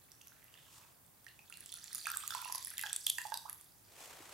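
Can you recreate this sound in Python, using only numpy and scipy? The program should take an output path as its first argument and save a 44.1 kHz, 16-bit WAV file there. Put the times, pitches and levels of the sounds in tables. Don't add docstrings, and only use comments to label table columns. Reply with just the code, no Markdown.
import sys
import numpy as np
from scipy import signal
from scipy.fft import rfft, irfft, next_fast_len
from scipy.io import wavfile
from scipy.ndimage import uniform_filter1d

SR = 44100
rng = np.random.default_rng(int(sys.argv[2]) if len(sys.argv) > 2 else 0)


def generate_wav(signal):
    frames = np.transpose(np.atleast_2d(signal))
    scaled = np.clip(frames, -1, 1) * 32767
    pcm = np.round(scaled).astype(np.int16)
    wavfile.write(sys.argv[1], SR, pcm)


N = 191173


def gain_of(db):
    return 10 ** (np.asarray(db) / 20)


def evened(x):
    return x / np.sqrt(np.mean(x ** 2) + 1e-30)


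def read(points, hz, axis=1):
    rows = np.transpose(points)
    return np.interp(np.log(hz + 1), np.log(rows[0] + 1), rows[axis])


def add(mix, start_s, sound):
    part = mix[round(start_s * SR):][:len(sound)]
    part += sound[:len(part)]


def coloured(x, points, scale=1):
    size = next_fast_len(N)
    gain = gain_of(scale * read(points, np.fft.rfftfreq(size, 1 / SR)))
    return irfft(rfft(x, size) * gain, size)[..., :N]


def delayed(x, delay_s):
    size = next_fast_len(N)
    phase = np.exp(-2j * np.pi * np.fft.rfftfreq(size, 1 / SR) * delay_s)
    return irfft(rfft(x, size) * phase, size)[:N]


def pair(likeness):
    size = next_fast_len(N)
    a, b = rfft(rng.standard_normal((2, size)))
    c = np.clip(read(likeness, np.fft.rfftfreq(size, 1 / SR)), -1, 1)
    return irfft(np.array([a, c * a + np.sqrt(1 - c ** 2) * b]), size)[:, :N]


def ring(start_hz, t60_s, rise_octaves, swell_cycles):
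    t = np.arange(3000) / SR
    pitch_hz = start_hz * 2 ** (rise_octaves * np.minimum(t / t60_s, 1))
    turns = np.cumsum(np.minimum(pitch_hz, 17000)) / SR
    swell = np.minimum(t * start_hz / swell_cycles, 1)
    return np.sin(2 * np.pi * turns) * gain_of(-60 * t / t60_s) * swell


# start_s, level_db, start_pitch_hz
BUBBLE_HITS = [(0.118, -47.5, 5460), (0.2132, -51, 2770), (0.2161, -48, 6100), (0.2817, -50, 5840),
               (0.32, -52, 1470), (0.4819, -55.5, 2770), (0.541, -48.5, 2810), (0.575, -53, 3330),
               (0.591, -54, 2960), (0.685, -61, 1060), (1.266, -42.5, 1790), (1.2823, -48, 2770),
               (1.287, -51.5, 4000), (1.3912, -47, 2460), (1.392, -60, 800), (1.5028, -49, 1400),
               (1.525, -40.5, 2730), (1.54, -46, 4000), (1.662, -52, 2900), (1.692, -47.5, 3120),
               (1.725, -39.5, 3460), (1.7253, -40.5, 4080), (1.742, -52.5, 1410), (1.772, -52.5, 1390),
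               (1.9267, -49, 1880), (1.947, -51, 1280), (2.049, -54, 716), (2.0567, -32.5, 2420),
               (2.0686, -30, 1325), (2.0697, -29.5, 1560), (2.114, -33.5, 1360), (2.1398, -33.5, 1540),
               (2.162, -39.5, 1190), (2.2363, -38.5, 1210), (2.306, -34, 1475), (2.3056, -37, 3410),
               (2.3225, -34, 1360), (2.3392, -37.5, 4200), (2.349, -29, 1000), (2.39, -39, 1350),
               (2.425, -40.5, 964), (2.4264, -50, 2530), (2.4451, -38, 2660), (2.456, -35, 973),
               (2.498, -36, 987), (2.5475, -37, 4740), (2.523, -36, 5590), (2.549, -36, 1016),
               (2.658, -40.5, 5000), (2.673, -46.5, 1820), (2.7384, -45, 1700), (2.772, -40, 3630),
               (2.7811, -38, 3140), (2.7932, -38.5, 2660), (2.7933, -36.5, 1990), (2.837, -42.5, 858),
               (2.8368, -29, 1608), (2.858, -42.5, 800), (2.8632, -33.5, 3200), (2.906, -40.5, 1585),
               (2.9295, -38, 3430), (3.0648, -36.5, 4000), (3.0676, -23, 3245), (3.183, -39.5, 980),
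               (3.1824, -36, 2700), (3.1841, -28, 1790), (3.252, -34, 831), (3.321, -36.5, 1565),
               (3.32, -29.5, 887), (3.3417, -35, 3700), (3.3413, -31, 4570), (3.49, -46, 1190)]
BUBBLE_CYCLES = 31.5


def bubbles():
    out = np.zeros(N)
    splat_decay = gain_of(-60 * np.arange(300) / SR / 0.0065)
    splats = rng.standard_normal((len(BUBBLE_HITS), 300)) * splat_decay
    for (start_s, level_db, hz), splat in zip(BUBBLE_HITS, splats):
        tone = ring(hz, BUBBLE_CYCLES / hz, rise_octaves=hz / 13000, swell_cycles=1.4)
        add(out, start_s, gain_of(level_db) * tone)
        low_pole = np.exp(-2 * np.pi * 2.54 * hz / SR)
        high_pole = np.exp(-2 * np.pi * 1.13 * hz / SR)
        dull = signal.lfilter([(1 - low_pole) ** 2], [1, -2 * low_pole, low_pole ** 2], splat)
        banded = signal.lfilter([1, -2, 1], [1, -2 * high_pole, high_pole ** 2], dull)
        splat_db = level_db - 2 - 1.8 * np.log2(hz / 1500)
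        add(out, start_s, gain_of(splat_db) * banded)
    return out


# tear_start_s, level_db, start_pitch_hz
SNAP_HITS = [(.038, -53, 9400), (0.271, -33.5, 12000), (.442, -42, 12000), (1.063, -49, 8300),
             (1.244, -46, 10500), (1.4979, -35.5, 10050), (1.571, -34.5, 9100), (1.606, -35, 10000),
             (1.6594, -33.5, 7900), (1.7194, -30.5, 9400), (1.739, -28, 10400), (1.841, -33.5, 7300),
             (1.929, -29, 9000), (1.9475, -20.5, 9400), (1.955, -28.5, 6870), (2.055, -34, 6540),
             (2.0679, -23, 9000), (2.1162, -20.5, 14100), (2.1573, -32, 7800), (2.1704, -19, 8150),
             (2.2636, -36.5, 9550), (2.2764, -23.5, 6650), (2.306, -29.5, 5200), (2.348, -27.5, 7750),
             (2.4163, -23, 15100), (2.447, -31.5, 10200), (2.5237, -20.5, 11000), (2.5484, -24, 10400),
             (2.626, -32, 7250), (2.647, -23, 9750), (2.67, -27, 10500), (2.7038, -29.5, 10260),
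             (2.7243, -44, 10830), (2.7798, -18, 12000), (2.7928, -25, 11900), (2.9294, -20.5, 7570),
             (3.008, -34, 10300), (3.05, -53, 7560), (3.0646, -20.5, 8820), (3.0667, -15.5, 10650),
             (3.1832, -26.5, 7230), (3.268, -34, 8700), (3.34, -25.5, 9830), (3.496, -24, 10900),
             (3.545, -38, 10900), (3.6107, -38, 8800), (4.2934, -46, 7760)]
TEAR_S = 0.0011
CRACK_DB, CRACK_DB_PER_OCTAVE = -10, -4.5


def snaps():
    out = np.zeros(N)
    crack_decay = gain_of(-60 * np.arange(300) / SR / 0.0029)
    cracks = np.diff(rng.standard_normal((len(SNAP_HITS), 301))) * crack_decay
    for (start_s, level_db, hz), crack in zip(SNAP_HITS, cracks):
        crack_db = CRACK_DB + CRACK_DB_PER_OCTAVE * np.log2(hz / 8000)
        tone = ring(hz, 19 / hz, rise_octaves=0.17, swell_cycles=2.78)[:300]
        pop = gain_of(level_db) * (tone + gain_of(crack_db) * crack)
        add(out, start_s, gain_of(-21.5) * pop)
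        add(out, start_s + TEAR_S, pop)
    return out


# time_s, fizz_db, gurgle_db
SQUEEZE_LEVELS = [(0.0, -82, -82.5), (0.54, -89, -75.5), (1.3, -84.5, -95), (1.6, -72.5, -73.5),
                  (1.8, -66, -72), (1.97, -61.5, -67.5), (2.12, -61, -68), (2.45, -61.5, -64),
                  (2.68, -66.5, -69), (2.85, -63.5, -61.5), (3.11, -64.5, -93), (3.31, -67, -88),
                  (3.619, -79.5, -81.5), (3.9, -80.5, -95)]


def crackle(per_s, spread_db, low_hz, high_hz, cycles, column):
    size = gain_of(spread_db * np.minimum(rng.exponential(1, N), 3))
    pops = size * (rng.random(N) < per_s / SR)
    kind = rng.integers(0, 32, N)
    out = np.zeros(N)
    for k, hz in enumerate(np.geomspace(low_hz, high_hz, 32)):
        cell = ring(hz, cycles / hz, rise_octaves=0.38, swell_cycles=1.53)[:1200]
        out += signal.oaconvolve(pops * (kind == k), cell)[:N]
    rows = np.transpose(SQUEEZE_LEVELS)
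    level_db = np.interp(np.arange(N) / SR, rows[0], rows[column], right=-120)
    return gain_of(level_db) * evened(out)


# start_s, level_db, start_pitch_hz, length_s, rise_octaves
BLOOP_HITS = [(3.453, -44.5, 766, 0.0153, 0.93), (3.478, -59, 1227, .038, 1)]


def bloops():
    out = np.zeros(N)
    for start_s, level_db, hz, length_s, rise_octaves in BLOOP_HITS:
        u = np.linspace(0, 1, round(length_s * SR))
        turns = np.cumsum(hz * 2 ** (rise_octaves * u)) / SR
        envelope = np.sin(np.pi * u ** 0.52)
        add(out, start_s, gain_of(level_db) * np.sin(2 * np.pi * turns) * envelope)
    return out


# time_s, level_db, pitch_hz
SWIRL_PATHS = [
    [(.27, -71, 1340), (.33, -90, 1470), (.45, -73.5, 1800), (.58, -79, 3550), (.69, -81, 2900),
     (.85, -79, 2420)],
    [(.65, -83, 1100), (.78, -70.5, 1070), (1.0, -86, 1110)],
]


def swirls(width_hz=700, per_s=150):
    t, out = np.arange(N) / SR, np.zeros(N)
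    pole = np.exp(-np.pi * width_hz / SR)
    for path in SWIRL_PATHS:
        time_s, level_db, pitch_hz = np.transpose(path)
        ticks = rng.standard_normal(N) * (rng.random(N) < per_s / SR)
        turn = np.exp(2j * np.pi * np.cumsum(np.interp(t, time_s, pitch_hz)) / SR)
        smooth = signal.lfilter([1], np.convolve([1, -pole], [1, -pole]), ticks / turn)
        level = gain_of(np.interp(t, time_s, level_db, left=-150, right=-150))
        out += level * evened((turn * smooth).real)
    return out


def basin(x):
    taps = np.zeros(260)
    at = np.arange(20, 240, 20) + rng.integers(0, 20, 11)
    taps[at] = rng.choice([-1., 1.], 11) * gain_of(-8 - 60 * at / SR / 0.012)
    taps = signal.lfilter(*signal.butter(1, 1800, "high", fs=SR), taps)
    taps[0] = 1
    return signal.oaconvolve(x, taps)[:N]


# frequency_hz, left_minus_right_db
DIRECT_LEAN = [(700, -13.5), (2500, -9), (5000, -8), (12000, -3.5)]
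# direct_right_lead_s, echo_left_lead_s
PORT_LEADS = (.000023, .00001)
# frequency_hz, gain_db
WALL_COLOUR = [(700, -12), (2000, -8.5), (4000, -3), (11000, -2.5), (15000, -14)]
WALL_S = 0.0324
# time_s, level_db
WALL_REACH = [(.1, -8), (1.3, -13), (1.74, -4.5), (1.95, -3), (2.07, 2), (2.17, -10), (2.3, -6), (2.53, 2),
              (2.64, -4.5), (2.78, 3), (3.07, 5), (3.179, -2), (3.36, 1.5), (3.61, -3)]
# frequency_hz, t60_s, level_db
ROOM_TAIL = [(700, 0.34, 1), (1990, 0.4, 0), (5360, 0.47, -0.5), (12000, 0.78, -6)]


def room(x):
    near = basin(x)
    right_lead_s, left_lead_s = PORT_LEADS
    left = delayed(coloured(near, DIRECT_LEAN, scale=1 / 2), right_lead_s)
    direct = np.array([left, coloured(near, DIRECT_LEAN, scale=-1 / 2)])

    time_s, reach_db = np.transpose(WALL_REACH)
    reach = gain_of(np.interp(np.arange(N) / SR, time_s, reach_db))
    far = coloured(near * reach, WALL_COLOUR)
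    echo = np.array([delayed(far, WALL_S - left_lead_s), delayed(far, WALL_S)])

    taps = np.zeros((2, SR // 2))
    at = np.arange(120, SR // 2 - 20, 20) + rng.integers(0, 20, (3, (SR // 2 - 121) // 20))
    signs = rng.choice([-1., 1.], at.shape)
    np.put_along_axis(taps, at[:2], signs[:2], 1)
    taps[:, at[2]] += 0.95 * signs[2]

    hz, t, z = signal.stft(taps, SR, nperseg=128)
    t60_s = np.maximum(read(ROOM_TAIL, hz), 0.05)[:, None]
    tail_db = read(ROOM_TAIL, hz, axis=2)[:, None]
    build_up = np.minimum(0.55 + t / 0.023, 1)
    tap_norm = np.sqrt(t60_s * SR / 20 * 2 / np.log(1e6))
    z = z * build_up * gain_of(-60 * t / t60_s + tail_db) / tap_norm
    tail = signal.istft(z, SR, nperseg=128)[1]
    diffuse = signal.fftconvolve(x[None], tail, axes=1)[:, :N] * gain_of([[-1], [1]])
    return direct + echo + diffuse


# time_s, hiss_db, body_re_hiss_db
COAT_RUSTLES = [
    [(0, -88, -5), (.62, -71, -3.5), (.77, -60.5, -41), (.93, -74, -24)],
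    [(3.8, -82, -3), (4.018, -55, -2), (4.2, -61.5, 1.5), (4.335, -59, 0.5)],
]
# frequency_hz, relative_density_db
HISS_COLOUR = [(1500, -19), (3000, -1.5), (8000, 1), (11000, -5), (14000, -6), (16000, -23)]
# frequency_hz, relative_density_db
BODY_COLOUR = [(200, -20), (330, -6), (700, -1), (1200, -4.5), (2500, -8.5), (5000, -31)]


def coat():
    t, out = np.arange(N) / SR, np.zeros((2, N))
    grain = gain_of(2.0 * evened(uniform_filter1d(rng.standard_normal(N), 300)))
    fibres = pair([(100, 0.78), (16000, 0.53)]) * grain
    hiss, body = evened(coloured(fibres, HISS_COLOUR)), evened(coloured(fibres, BODY_COLOUR))
    for rows in COAT_RUSTLES:
        time_s, hiss_db, body_db = np.transpose(rows)
        level = gain_of(np.interp(t, time_s, hiss_db, left=-150, right=-150))
        out += level * (hiss + gain_of(np.interp(t, time_s, body_db)) * body)
    return out


# start_s, level_db, pitch_hz
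THUMP_HITS = [(4.075, -49, 624), (4.203, -47, 326)]


def thumps():
    out = np.zeros(N)
    for start_s, level_db, hz in THUMP_HITS:
        add(out, start_s, gain_of(level_db) * ring(hz, 14 / hz, rise_octaves=0, swell_cycles=1.0))
    return out


# frequency_hz, relative_density_db
AIR_COLOUR = [(12, -84), (20, -26), (98, -5), (172, -10), (216, -15), (262, -13.5), (527, -19),
              (590, -17.5), (873, -17), (1400, -20.5), (4000, -29), (8890, -21.5), (13000, -19.5),
              (16000, -19.5)]
# frequency_hz, left_right_likeness
AIR_LIKENESS = [(25, 0.26), (60, 0.99), (240, 0.19), (950, 0.26), (3770, 0.019), (15000, 0.074)]
AIR_DB = -63


def air():
    noise = evened(coloured(pair(AIR_LIKENESS), AIR_COLOUR))
    return gain_of(AIR_DB) * noise * gain_of([[-0.5], [0.5]])


# frequency_hz, gain_db
WET_COLOUR = [(450, -12), (750, -3), (1500, -0.5), (11500, 6.5), (14000, 4.5), (16000, 0)]


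def scene():
    fizz = crackle(per_s=750, spread_db=5.5, low_hz=3200, high_hz=13860, cycles=25, column=1)
    gurgle = crackle(per_s=560, spread_db=8.0, low_hz=1390, high_hz=4000, cycles=9.3, column=2)
    water = bubbles() + bloops() + snaps() + swirls() + fizz + gurgle
    return room(coloured(water, WET_COLOUR)) + coat() + thumps() + air()


EDGE_HZ = 15900


def record(dry):
    low_pass = signal.firwin(511, EDGE_HZ, window=("kaiser", 9), fs=SR)
    return signal.oaconvolve(dry, low_pass[None], "same")


dry = scene()
out = record(dry)
generate_wav(out)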